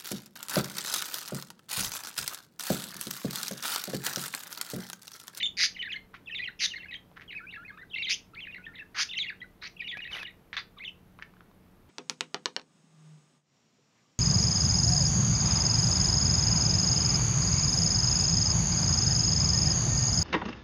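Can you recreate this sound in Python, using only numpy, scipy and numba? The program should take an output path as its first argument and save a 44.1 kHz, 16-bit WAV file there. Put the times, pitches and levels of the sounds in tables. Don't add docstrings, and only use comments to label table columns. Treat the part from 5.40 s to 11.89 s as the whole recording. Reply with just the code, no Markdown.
import sys
import numpy as np
from scipy import signal
from scipy.fft import rfft, irfft
from scipy.io import wavfile
from scipy.ndimage import uniform_filter1d
from numba import njit

SR = 44100
rng = np.random.default_rng(int(sys.argv[2]) if len(sys.argv) > 2 else 0)


def output_pcm(signal):
    pcm = np.clip(np.atleast_2d(signal).T, -1, 1) * 32767
    wavfile.write(sys.argv[1], SR, np.round(pcm).astype(np.int16))


N = 286209

# start in seconds, pitch from in Hz, pitch to in Hz, nominal level in dB.
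NOTES = [(.011, 3054, 2960, -34), (.03, 3537, 3723, -28.5), (.057, 3210, 2790, -28),
         (.061, 3450, 3560, -28), (.344, 3200, 2613, -49), (.369, 1940, 2300, -39.5),
         (.384, 2180, 1720, -44), (.391, 3120, 2820, -36.5), (.43, 1960, 1843, -40.5),
         (.447, 1883, 1753, -38.5), (.458, 2133, 1513, -39), (.486, 2230, 2930, -43),
         (.504, 2710, 2333, -36.5), (.523, 3564, 2820, -34.5), (.543, 1620, 1886, -41),
         (.558, 2130, 2045, -36.5), (.858, 3570, 3170, -56), (.872, 2745, 2490, -41.5),
         (.896, 1950, 1764, -42), (.909, 3225, 2470, -42), (.93, 2580, 2894, -37.5),
         (.951, 3890, 3100, -37), (.994, 1917, 2120, -36.5), (1.02, 2510, 2520, -36),
         (1.042, 3220, 2610, -37.5), (1.073, 2150, 1783, -36), (1.088, 1427, 1687, -46.5),
         (1.302, 3080, 2630, -43.5), (1.338, 1874, 1906, -36), (1.356, 2050, 2160, -39),
         (1.371, 2198, 1533, -45), (1.386, 3183, 2993, -53.5), (1.401, 2674, 2760, -45),
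         (1.432, 1897, 2200, -42), (1.455, 1670, 1674, -44), (1.463, 2746, 2840, -58),
         (1.485, 2546, 2580, -45), (1.522, 1966, 1963, -39.5), (1.533, 3910, 3990, -44),
         (1.545, 1740, 2557, -40), (1.551, 3170, 3300, -42), (1.878, 3280, 2675, -46),
         (1.932, 2432, 2396, -46), (1.941, 1870, 1450, -49.5), (1.95, 2580, 2522, -37.5),
         (1.976, 2160, 2480, -43.5), (1.992, 1768, 1670, -46), (2.005, 1358, 1600, -49.5),
         (2.066, 2305, 3020, -46), (2.125, 2150, 2400, -46), (2.146, 2688, 2656, -44),
         (2.161, 1716, 1650, -43), (2.175, 1340, 1460, -48.5), (2.232, 1638, 1870, -52),
         (2.249, 2406, 2616, -48.5), (2.278, 2060, 2186, -48), (2.296, 1754, 1590, -44),
         (2.312, 1400, 1000, -60), (2.323, 1206, 1347, -59), (2.374, 1123, 1409, -50.5),
         (2.389, 1788, 1858, -47.5), (2.413, 1992, 1985, -47), (2.43, 1527, 1643, -46),
         (2.511, 3060, 3444, -49.5), (2.541, 2700, 2700, -32), (2.56, 2119, 2045, -31.5),
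         (2.588, 2776, 2680, -35), (2.626, 3870, 2930, -34.5), (2.669, 2053, 2102, -34.5),
         (2.934, 1275, 1417, -49.5), (2.947, 4900, 1424, -50.5), (2.961, 2070, 2764, -46),
         (3.006, 3530, 2700, -44), (3.045, 3050, 1770, -44.5), (3.077, 2520, 2447, -45.5),
         (3.125, 2750, 2734, -46.5), (3.158, 1934, 2140, -42), (3.173, 2255, 1446, -43.5),
         (3.186, 1434, 1510, -55.5), (3.221, 2214, 2860, -61), (3.24, 2490, 2700, -47.5),
         (3.255, 3367, 3040, -49), (3.265, 1827, 1762, -40.5), (3.285, 1445, 1375, -58.5),
         (3.325, 1486, 2510, -59.5), (3.364, 2080, 1938, -49), (3.394, 2714, 2544, -43),
         (3.408, 1854, 1586, -47), (3.685, 2550, 2790, -42), (3.693, 3526, 3650, -44),
         (3.719, 2948, 2384, -41), (3.738, 2140, 1915, -37), (3.758, 2763, 2700, -38),
         (3.77, 2705, 3234, -30), (3.792, 4040, 3177, -32), (3.839, 2236, 1997, -37.5),
         (3.868, 2790, 2897, -38.5), (3.886, 2720, 1597, -34.5), (3.907, 1795, 1483, -45.5),
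         (4.003, 3230, 3300, -53), (4.016, 1928, 1996, -41), (4.04, 1475, 1535, -51.5),
         (4.364, 2897, 2500, -51.5), (4.376, 3250, 3350, -60), (4.402, 2600, 2300, -36.5),
         (4.42, 1916, 1859, -40), (4.444, 2923, 2850, -43), (4.46, 2717, 3002, -41),
         (4.481, 3760, 3174, -37), (4.525, 1920, 1935, -39), (4.548, 1654, 1694, -46),
         (4.569, 2315, 2560, -43.5), (4.619, 2890, 2690, -41), (4.652, 1806, 2015, -41),
         (4.68, 2596, 2620, -45.5), (4.716, 3786, 3430, -48), (4.728, 3097, 2802, -38),
         (4.762, 2030, 1940, -39.5), (4.793, 2690, 2446, -42.5), (4.829, 1690, 1746, -38),
         (4.834, 3840, 3083, -49.5), (4.848, 3017, 2757, -42), (4.878, 1886, 1930, -44),
         (4.897, 2468, 1980, -54), (5.365, 1277, 1087, -54.5), (5.398, 1994, 2770, -47),
         (5.442, 2167, 3540, -43.5), (5.449, 3660, 2900, -38.5), (5.466, 3050, 2930, -39),
         (5.479, 2770, 2510, -36), (5.486, 3210, 2880, -41.5)]
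# start in seconds, pitch to in Hz, nominal level in dB.
DIPS = [(.007, 2040, -33), (.025, 1925, -33), (.363, 1973, -42), (.418, 1927, -32.5), (0.538, 1740, -41),
        (.518, 1810, -41), (0.946, 1917, -33.5), (0.982, 2225, -34.5), (1.014, 1973, -41),
        (1.037, 2075, -35), (1.421, 2103, -46), (1.51, 1940, -37.5), (1.907, 1985, -38),
        (1.925, 1725, -38.5), (2.137, 1713, -43.5), (2.38, 1810, -48.5), (2.534, 2595, -40),
        (2.577, 2035, -34), (2.621, 2073, -30.5), (2.657, 2245, -38), (2.69, 2150, -34.5),
        (3.001, 2010, -42), (3.068, 1586, -43.5), (3.109, 2003, -49), (3.145, 1745, -40.5),
        (3.345, 1612, -46.5), (3.385, 1627, -47), (3.712, 2600, -37), (3.784, 1977, -32), (3.83, 2144, -34),
        (3.858, 1905, -39), (4.394, 2290, -39), (4.437, 1886, -45), (4.476, 2070, -34.5),
        (4.513, 1950, -35.5), (4.602, 1698, -37.5), (4.64, 2002, -40.5), (4.674, 1600, -41),
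        (4.709, 2070, -40), (4.748, 2137, -35.5), (4.786, 1711, -49), (4.861, 1968, -43),
        (5.438, 1850, -36)]
# start in seconds, pitch to in Hz, nominal level in dB.
FLICKS = [(0, 1852, -33.5), (0.373, 3056, -55), (.425, 1920, -34.5), (.891, 3585, -58), (.988, 2162, -42),
          (1.298, 3580, -52), (1.426, 2590, -53), (1.514, 3600, -45.5), (1.54, 1873, -39.5),
          (1.915, 3560, -51), (2.111, 3330, -50.5), (2.497, 3080, -57.5), (2.552, 2192, -39.5),
          (2.57, 3660, -39.5), (2.663, 3620, -43), (2.684, 3705, -27), (3.058, 3040, -60),
          (3.113, 3165, -63), (3.151, 2055, -59), (3.354, 2950, -49.5), (3.38, 2832, -47),
          (3.733, 3130, -37.5), (3.75, 2804, -38), (3.835, 2287, -43), (4.414, 2197, -46),
          (4.432, 3580, -51), (4.519, 2293, -36.5), (4.608, 3440, -56), (4.645, 2640, -47.5),
          (4.666, 3680, -51), (4.753, 2060, -39.5), (4.78, 2413, -42), (4.871, 3150, -44),
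          (4.893, 3895, -55), (5.383, 1158, -49)]
FLICK_HZ = 3890
RESTS = [.076, .443, 0.572, 1.066, 1.103, 1.349, 1.449, 1.568, 2.06, 2.272, 2.408, 2.443, 2.697, 3.43,
         3.854, 3.93, 4.034, 4.05, 4.544, 4.777, 4.915, 5.497]
OVERTONES_DB = [-15, -31.5, -39.5]
# frequency in Hz, gain in dB.
WINDPIPE = [(2600, 1), (3200, -10.5), (3700, 1), (4300, 1), (4900, -17), (5800, -20), (6500, -12),
            (9000, -15.5)]
FLICK_HOLD, DIP_EASE, NOTE_EASE = 2.2, .7, 1.2
DIP_LAG = 0.8
ONSET_S = 0.0038
JUMP_S, JUMP_DIP = .0025, 0.24
EFFORT_DB_PER_DB, EFFORT_REF_DB = .6, -39

# start in seconds, rise in seconds, length in seconds, held level of the fundamental in dB,
# overtones from and to in dB relative to it, flutter from and to in Hz, centre pitch from and to in Hz,
# swing from and to in octaves, first choke 0-1, where in the swing it chokes in radians,
# beak resonance from and to in Hz, first hoarseness in octaves.
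SQUAWKS = [(0.168, 0.029, 0.1, -29.5, 0.5, 9, 183.2, 181.3, 2217, 2413, 0.24, 0.52, 0.7, -.3, 4910, 4900, .1),
           (1.19, 0.017, 0.076, -33, -6, 15, 191.5, 280.3, 2897, 2003, 0.27, 0.5, 0.21, -1.7, 5530, 3640, .06),
           (2.691, 0.0095, .06, -29.5, 1, -1.5, 205, 190, 2400, 3400, 0.6, .01, 0.45, .3, 4500, 5550, 0.077),
           (3.544, 0.044, 0.093, -31.5, -9, 9, 200.5, 150.3, 1648, 2518, 0.29, 0.684, 0.04, 0, 4660, 5260, 0.297)]
SQUAWK_START_DB, SQUAWK_SWELL_DB, SQUAWK_END_DB = -13, 1, -6
SQUAWK_FALL_S = 0.025
SQUAWK_SKEW = .6
SQUAWK_HISS_DB = -21

# start in seconds, rise in seconds, fall in seconds, peak in dB before the throat's gain,
# fall in dB, upper resonance in dB on top of its throat gain, mean pulse rate in Hz, unevenness 0-1,
# breathiness in dB relative to the pulses, throat shift from and to as a factor.
RASPS = [(.735, 0.0084, 0.031, -54, 17, -33, 428.4, 0.01, 24.5, 0.72, 1.3),
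         (1.761, 0.0099, .017, -53, 32, -34, 192, 0.75, 17.5, 0.89, 0.9),
         (1.807, .0015, 0.035, -57.5, 14, -32, 254.2, .25, -13, 1.08, 1.02),
         (4.2141, 0.012, 0.055, -52, 3.8, 12, 319.4, 0.05, 2, 0.93, 1.36),
         (5.129, .0015, 0.029, -50, 11, 7.5, 497, .3, 4, 0.9, 1.07),
         (5.166, 0.0015, 0.052, -41.5, 27.5, 11, 447.2, 0.15, 5.5, 0.95, 1.18),
         (5.805, 0.018, .019, -54, 45, -32, 180.6, 0.64, -12, 1.1, 0.97)]
# centre in Hz, width in Hz, gain in dB.
THROAT = [(1791, 920, 10.5), (3860, 445, -2.5)]
RASP_START_DB, RASP_FALL_POWER = -20, 1.75
THROAT_WANDER = 0.07

# start in seconds, nominal level in dB, ring in Hz.
TICKS = [(1.715, -47.5, 704), (1.797, -40, 1760), (4.571, -33, 2360), (5.13, -27, 1810),
         (5.789, -38.5, 1190), (5.797, -39.5, 1540), (5.816, -44, 1600), (5.824, -28.5, 1720),
         (5.828, -43, 2130), (5.938, -49, 1230), (5.968, -48.5, 1490), (6.007, -41.5, 1366),
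         (6.114, -49, 1010)]
EARLY_T60_S, LATE_T60_S = 0.054, 0.21
ROOM_DB = -9.5

# peak in seconds, swell in seconds, swell in dB, fade in seconds, fade in dB,
# peak in dB before the cloth's colour.
RUSTLE = [(4.571, .006, 36, 0.016, 22, -60), (4.745, .045, 12, 0.087, 1.5, -64.5),
          (4.832, .01, 12, 0.015, 15, -64)]
# frequency in Hz, gain in dB.
CLOTH_COLOUR = [(150, 19), (700, 23.5), (1500, 29.5), (4500, 21), (7300, 7.5), (11000, 18), (15000, 14)]
# peak in seconds, frequency in Hz, peak in dB before the microphone port.
THUDS = [(4.572, 560, -39), (4.572, 170, -44), (4.707, 70.6, -47.5)]
# frequency in Hz, gain in dB.
PORT = [(6300, -1), (7300, -12), (7950, -38), (8600, -12), (9500, -9), (12000, -16.5), (13400, -25),
        (14400, -9.5), (15700, -29)]

# frequency in Hz, relative density in dB per Hz.
MURMUR = [(12, -32.5), (20, -5.5), (177, -3.5), (377, -8), (459, -13.5), (513, -13.5), (1190, -18.5),
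          (7950, -38), (13200, -35.5), (16000, -36.5)]
MURMUR_DB = -60
# frequency in Hz, mean level in dB, wander in Hz.
HUM = [(30.5, -70.5, 2.9), (89.5, -71.5, 2.95), (123.3, -73.5, 2.7), (181.8, -66, 4.69), (456, -75.5, 9)]
# frequency in Hz, mean level in dB, wander in Hz.
WHINE = [(12758, -87, 2), (12838, -86, 5)]
BUZZ_HZ, BUZZ_DB = 66.2, -88
TOP_HZ = 15720


def undb(db):
    return 10 ** (np.asarray(db) / 20)


def level(x, db):
    return x * undb(db) / np.sqrt(np.mean(x ** 2))


def colour(x, points):
    hz, db = np.transpose(points)
    axis = np.maximum(np.arange(len(x) // 2 + 1) * SR / len(x), 1)
    return irfft(rfft(x) * undb(np.interp(np.log(axis), np.log(hz), db)), len(x))


def ring(x, hz, width_hz):
    return signal.lfilter(*signal.iirpeak(hz, hz / width_hz, fs=SR), x)


@njit
def glide_ring(x, hz, width_hz):
    y, band, low = np.empty(len(x)), 0., 0.
    for i in range(len(x)):
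        g, k = np.tan(np.pi * hz[i] / SR), width_hz / hz[i]
        v = (band + g * (x[i] - low)) / (1 + g * (g + k))
        band, low, y[i] = 2 * v - band, low + 2 * g * v, k * v
    return y


def wobble(n, rate_hz):
    k = max(int(SR / rate_hz), 1)
    return level(uniform_filter1d(uniform_filter1d(rng.standard_normal(n), k), k), 0)


def span(start_s, length_s, fade_s=0.0032):
    t = np.arange(int(length_s * SR)) / SR
    return int(start_s * SR), np.clip(np.minimum(t, length_s - t) / fade_s, 0, 1), t


def add(out, start, x):
    out[start:start + len(x)] += x[:len(out) - start]


def song():
    notes = [row + (NOTE_EASE,) for row in NOTES]
    flicks = [(s, FLICK_HZ, hz, db, FLICK_HOLD) for s, hz, db in FLICKS]
    dips = [(s, None, hz, db, DIP_EASE) for s, hz, db in DIPS]
    rows = sorted(notes + flicks + dips, key=lambda row: row[0])
    last_hz = FLICK_HZ
    for k, (s, from_hz, to_hz, db, power) in enumerate(rows):
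        end = min([e for e in RESTS if e > s] + [row[0] for row in rows[k + 1:k + 2]])
        yield s, end, from_hz or to_hz * (last_hz / to_hz) ** DIP_LAG, to_hz, db, power
        last_hz = to_hz


def warble():
    hz, gain = np.full(N, 2000.), np.zeros(N)
    for s, end, from_hz, to_hz, db, power in song():
        a, b = int(s * SR), int(end * SR)
        glide = np.linspace(0, 1, b - a) ** power
        hz[a:b] = from_hz * (to_hz / from_hz) ** glide
        swell = np.sin(np.linspace(0, np.pi, b - a)) ** 0.088
        gain[a:b] = undb(db) * (0.65 + 0.4 * swell)
    sounding = gain > 0
    jump = np.abs(np.diff(np.log2(hz), prepend=np.log2(hz[0]))) * sounding
    wide, onset = int(JUMP_S * SR), int(ONSET_S * SR)
    gain = gain * uniform_filter1d(1. * sounding, onset, origin=int(ONSET_S * SR / 2) - 1)
    thinning = JUMP_DIP * wide * uniform_filter1d(jump * (jump > .05), wide)
    gain = gain * (1 - np.clip(thinning, 0, .9))
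    hz = uniform_filter1d(hz, int(0.002 * SR))
    hz = hz * (1 + .011 * wobble(N, 200))
    gain = uniform_filter1d(gain, int(0.00076 * SR))
    gain = gain * undb(2.2 * wobble(N, 250))
    phase = 2 * np.pi * np.cumsum(hz) / SR
    blur = hz / 6000 * wobble(N, 430)
    pipe_hz, pipe_db = np.transpose(WINDPIPE)
    slack_db = 11 * np.clip((1400 - hz) / 150, 0, 1)
    effort_db = EFFORT_DB_PER_DB * (20 * np.log10(gain + 1e-4) - EFFORT_REF_DB)
    tone = np.sin(phase)
    for multiple, db in enumerate(OVERTONES_DB, start=2):
        through_db = db + np.interp(multiple * hz, pipe_hz, pipe_db) + slack_db * (multiple - 1)
        through_db = through_db + effort_db + 4 * wobble(N, 43)
        tone = tone + undb(through_db) * np.sin(multiple * (phase + blur))
    return np.sqrt(2) * gain * tone


def squawks():
    out = np.zeros(N)
    for (s, rise, length, held_db, over0_db, over1_db, flutter0_hz, flutter1_hz, pitch0_hz, pitch1_hz,
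         swing0, swing1, choke0, choke_at, beak0_hz, beak1_hz, hoarse) in SQUAWKS:
        start, fade, t = span(s, length)
        n = len(fade)
        db = held_db + np.interp(t, [0, rise, length - SQUAWK_FALL_S, length],
                                 [SQUAWK_START_DB, 0, SQUAWK_SWELL_DB, SQUAWK_END_DB])
        over_db = np.linspace(over0_db, over1_db, n)
        flutter_hz = np.linspace(flutter0_hz, flutter1_hz, n) * (1 + .1 * wobble(n, 150))
        cycle = 2 * np.pi * np.cumsum(flutter_hz) / SR
        swing = np.linspace(swing0, swing1, n) * np.cos(cycle + SQUAWK_SKEW * np.cos(cycle))
        octaves = swing + 0.11 * wobble(n, 300) + np.geomspace(hoarse, .07, n) * wobble(n, 1500)
        phase = 2 * np.pi * np.cumsum(np.geomspace(pitch0_hz, pitch1_hz, n) * 2 ** octaves) / SR
        choke = 1 - np.geomspace(choke0, .25, n) * np.cos(cycle - choke_at)
        upper = np.sin(2 * phase) + 0.35 * np.sin(3 * phase) + 0.32 * np.sin(4 * phase)
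        upper = upper * undb(1.2 * wobble(n, 830))
        beak = glide_ring(upper, np.geomspace(beak0_hz, beak1_hz, n), 648.0)
        upper = beak + 0.56 * ring(upper, 6200, 1200) + 0.45 * upper
        hiss = ring(ring(rng.standard_normal(n), 12000, 6070), 12000, 6070)
        upper = level(upper, 0) + level(hiss, SQUAWK_HISS_DB)
        fundamental = level(np.sin(phase) * choke * undb(1.2 * wobble(n, 400)), 0)
        voice = fundamental + undb(over_db) * level(upper * choke, 0)
        add(out, start, voice * undb(db) * fade)
    return out


def rasps():
    out = np.zeros(N)
    for s, rise, fall, peak_db, fall_db, upper_db, rate_hz, uneven, breath_db, shift0, shift1 in RASPS:
        start, fade, t = span(s, rise + fall, fade_s=0.0003)
        n = len(fade)
        rise_db = RASP_START_DB * np.clip(1 - t / rise, 0, 1)
        db = peak_db + rise_db - fall_db * np.clip((t - rise) / fall, 0, 1) ** RASP_FALL_POWER
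        cycle = np.cumsum(rate_hz * 2 ** (uneven * wobble(n, rate_hz))) / SR
        pulses = np.diff(np.floor(cycle), prepend=-1) * undb(16 * uneven * rng.standard_normal(n))
        puff = np.exp(-(cycle % 1) / 0.28) * rng.standard_normal(n)
        drive = level(pulses, 0) + level(puff, breath_db)
        bands = []
        for hz, width_hz, gain_db in THROAT:
            moving_hz = hz * np.linspace(shift0, shift1, n) * (1 + THROAT_WANDER * wobble(n, 220))
            band = glide_ring(drive, moving_hz, 1. * width_hz)
            bands.append(level(glide_ring(band, moving_hz, 2. * width_hz), gain_db))
        low, high = bands
        add(out, start, (low + undb(upper_db) * high) * undb(db) * fade)
    return out


def ticks():
    out, t = np.zeros(N), np.arange(400) / SR
    for s, db, hz in TICKS:
        push = t / 0.00055 * np.exp(1 - t / 0.0006)
        crack = ring(ring(rng.standard_normal(400), 2300, 1260), 2300, 1260)
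        add(out, int(s * SR), undb(db) * push * (np.sin(2 * np.pi * hz * t) + 1.43 * crack))
    return out


def room(x):
    t = np.arange(int(.6 * SR)) / SR
    early, late = rng.standard_normal((2, len(t))) * np.clip((t - .003) / 0.00082, 0, 1)
    early = ring(early, 2600, 4000) * undb(-60 * t / EARLY_T60_S)
    late = 0.604 * ring(late, 5900, 22000) * undb(-60 * t / LATE_T60_S)
    tail = early + late
    return x + signal.fftconvolve(x, tail * undb(ROOM_DB) / np.sqrt(np.sum(tail ** 2)))[:N]


def cloth():
    out = np.zeros(N)
    for s, swell, swell_db, fall, fall_db, peak_db in RUSTLE:
        start, fade, t = span(s - swell, swell + fall)
        db = peak_db + np.interp(t, [0, swell, swell + fall], [-swell_db, 0, -fall_db])
        n = len(fade)
        snags = rng.standard_normal(n) * undb(3.6 * wobble(n, 700) + 2.0 * wobble(n, 74.0))
        add(out, start, snags * undb(db) * fade)
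    out = colour(out, CLOTH_COLOUR)
    for s, hz, db in THUDS:
        cycles = np.arange(-2000, 2000) / SR * hz
        bump = np.cos(2 * np.pi * cycles) * np.exp(-(cycles / .7) ** 2)
        add(out, int(s * SR) - 2000, undb(db) * bump)
    return out


def background():
    t = np.arange(N) / SR
    out = level(colour(rng.standard_normal(N), MURMUR), MURMUR_DB)
    for hz, db, wander_hz in HUM + WHINE:
        phase = 2 * np.pi * np.cumsum(hz + wander_hz * wobble(N, 11.94)) / SR
        out = out + np.sqrt(2) * undb(db + 1.2 * wobble(N, 3.6)) * np.sin(phase)
    cycle = t * BUZZ_HZ
    strengths = undb(3.5 * rng.standard_normal(N // 400))
    gate = np.exp(-(cycle % 1) / .04) * strengths[cycle.astype(int)]
    buzz = ring(ring(gate * rng.standard_normal(N), 10000, 1400), 10000, 1400)
    return out + level(buzz, BUZZ_DB)


def scene():
    bird = room(warble() + squawks() + rasps() + ticks())
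    return (colour(bird + cloth(), PORT) + background())[None]


def record(dry):
    return signal.sosfilt(signal.ellip(12, .2, 70, TOP_HZ, fs=SR, output="sos"), dry)


dry = scene()
out = record(dry)
output_pcm(out)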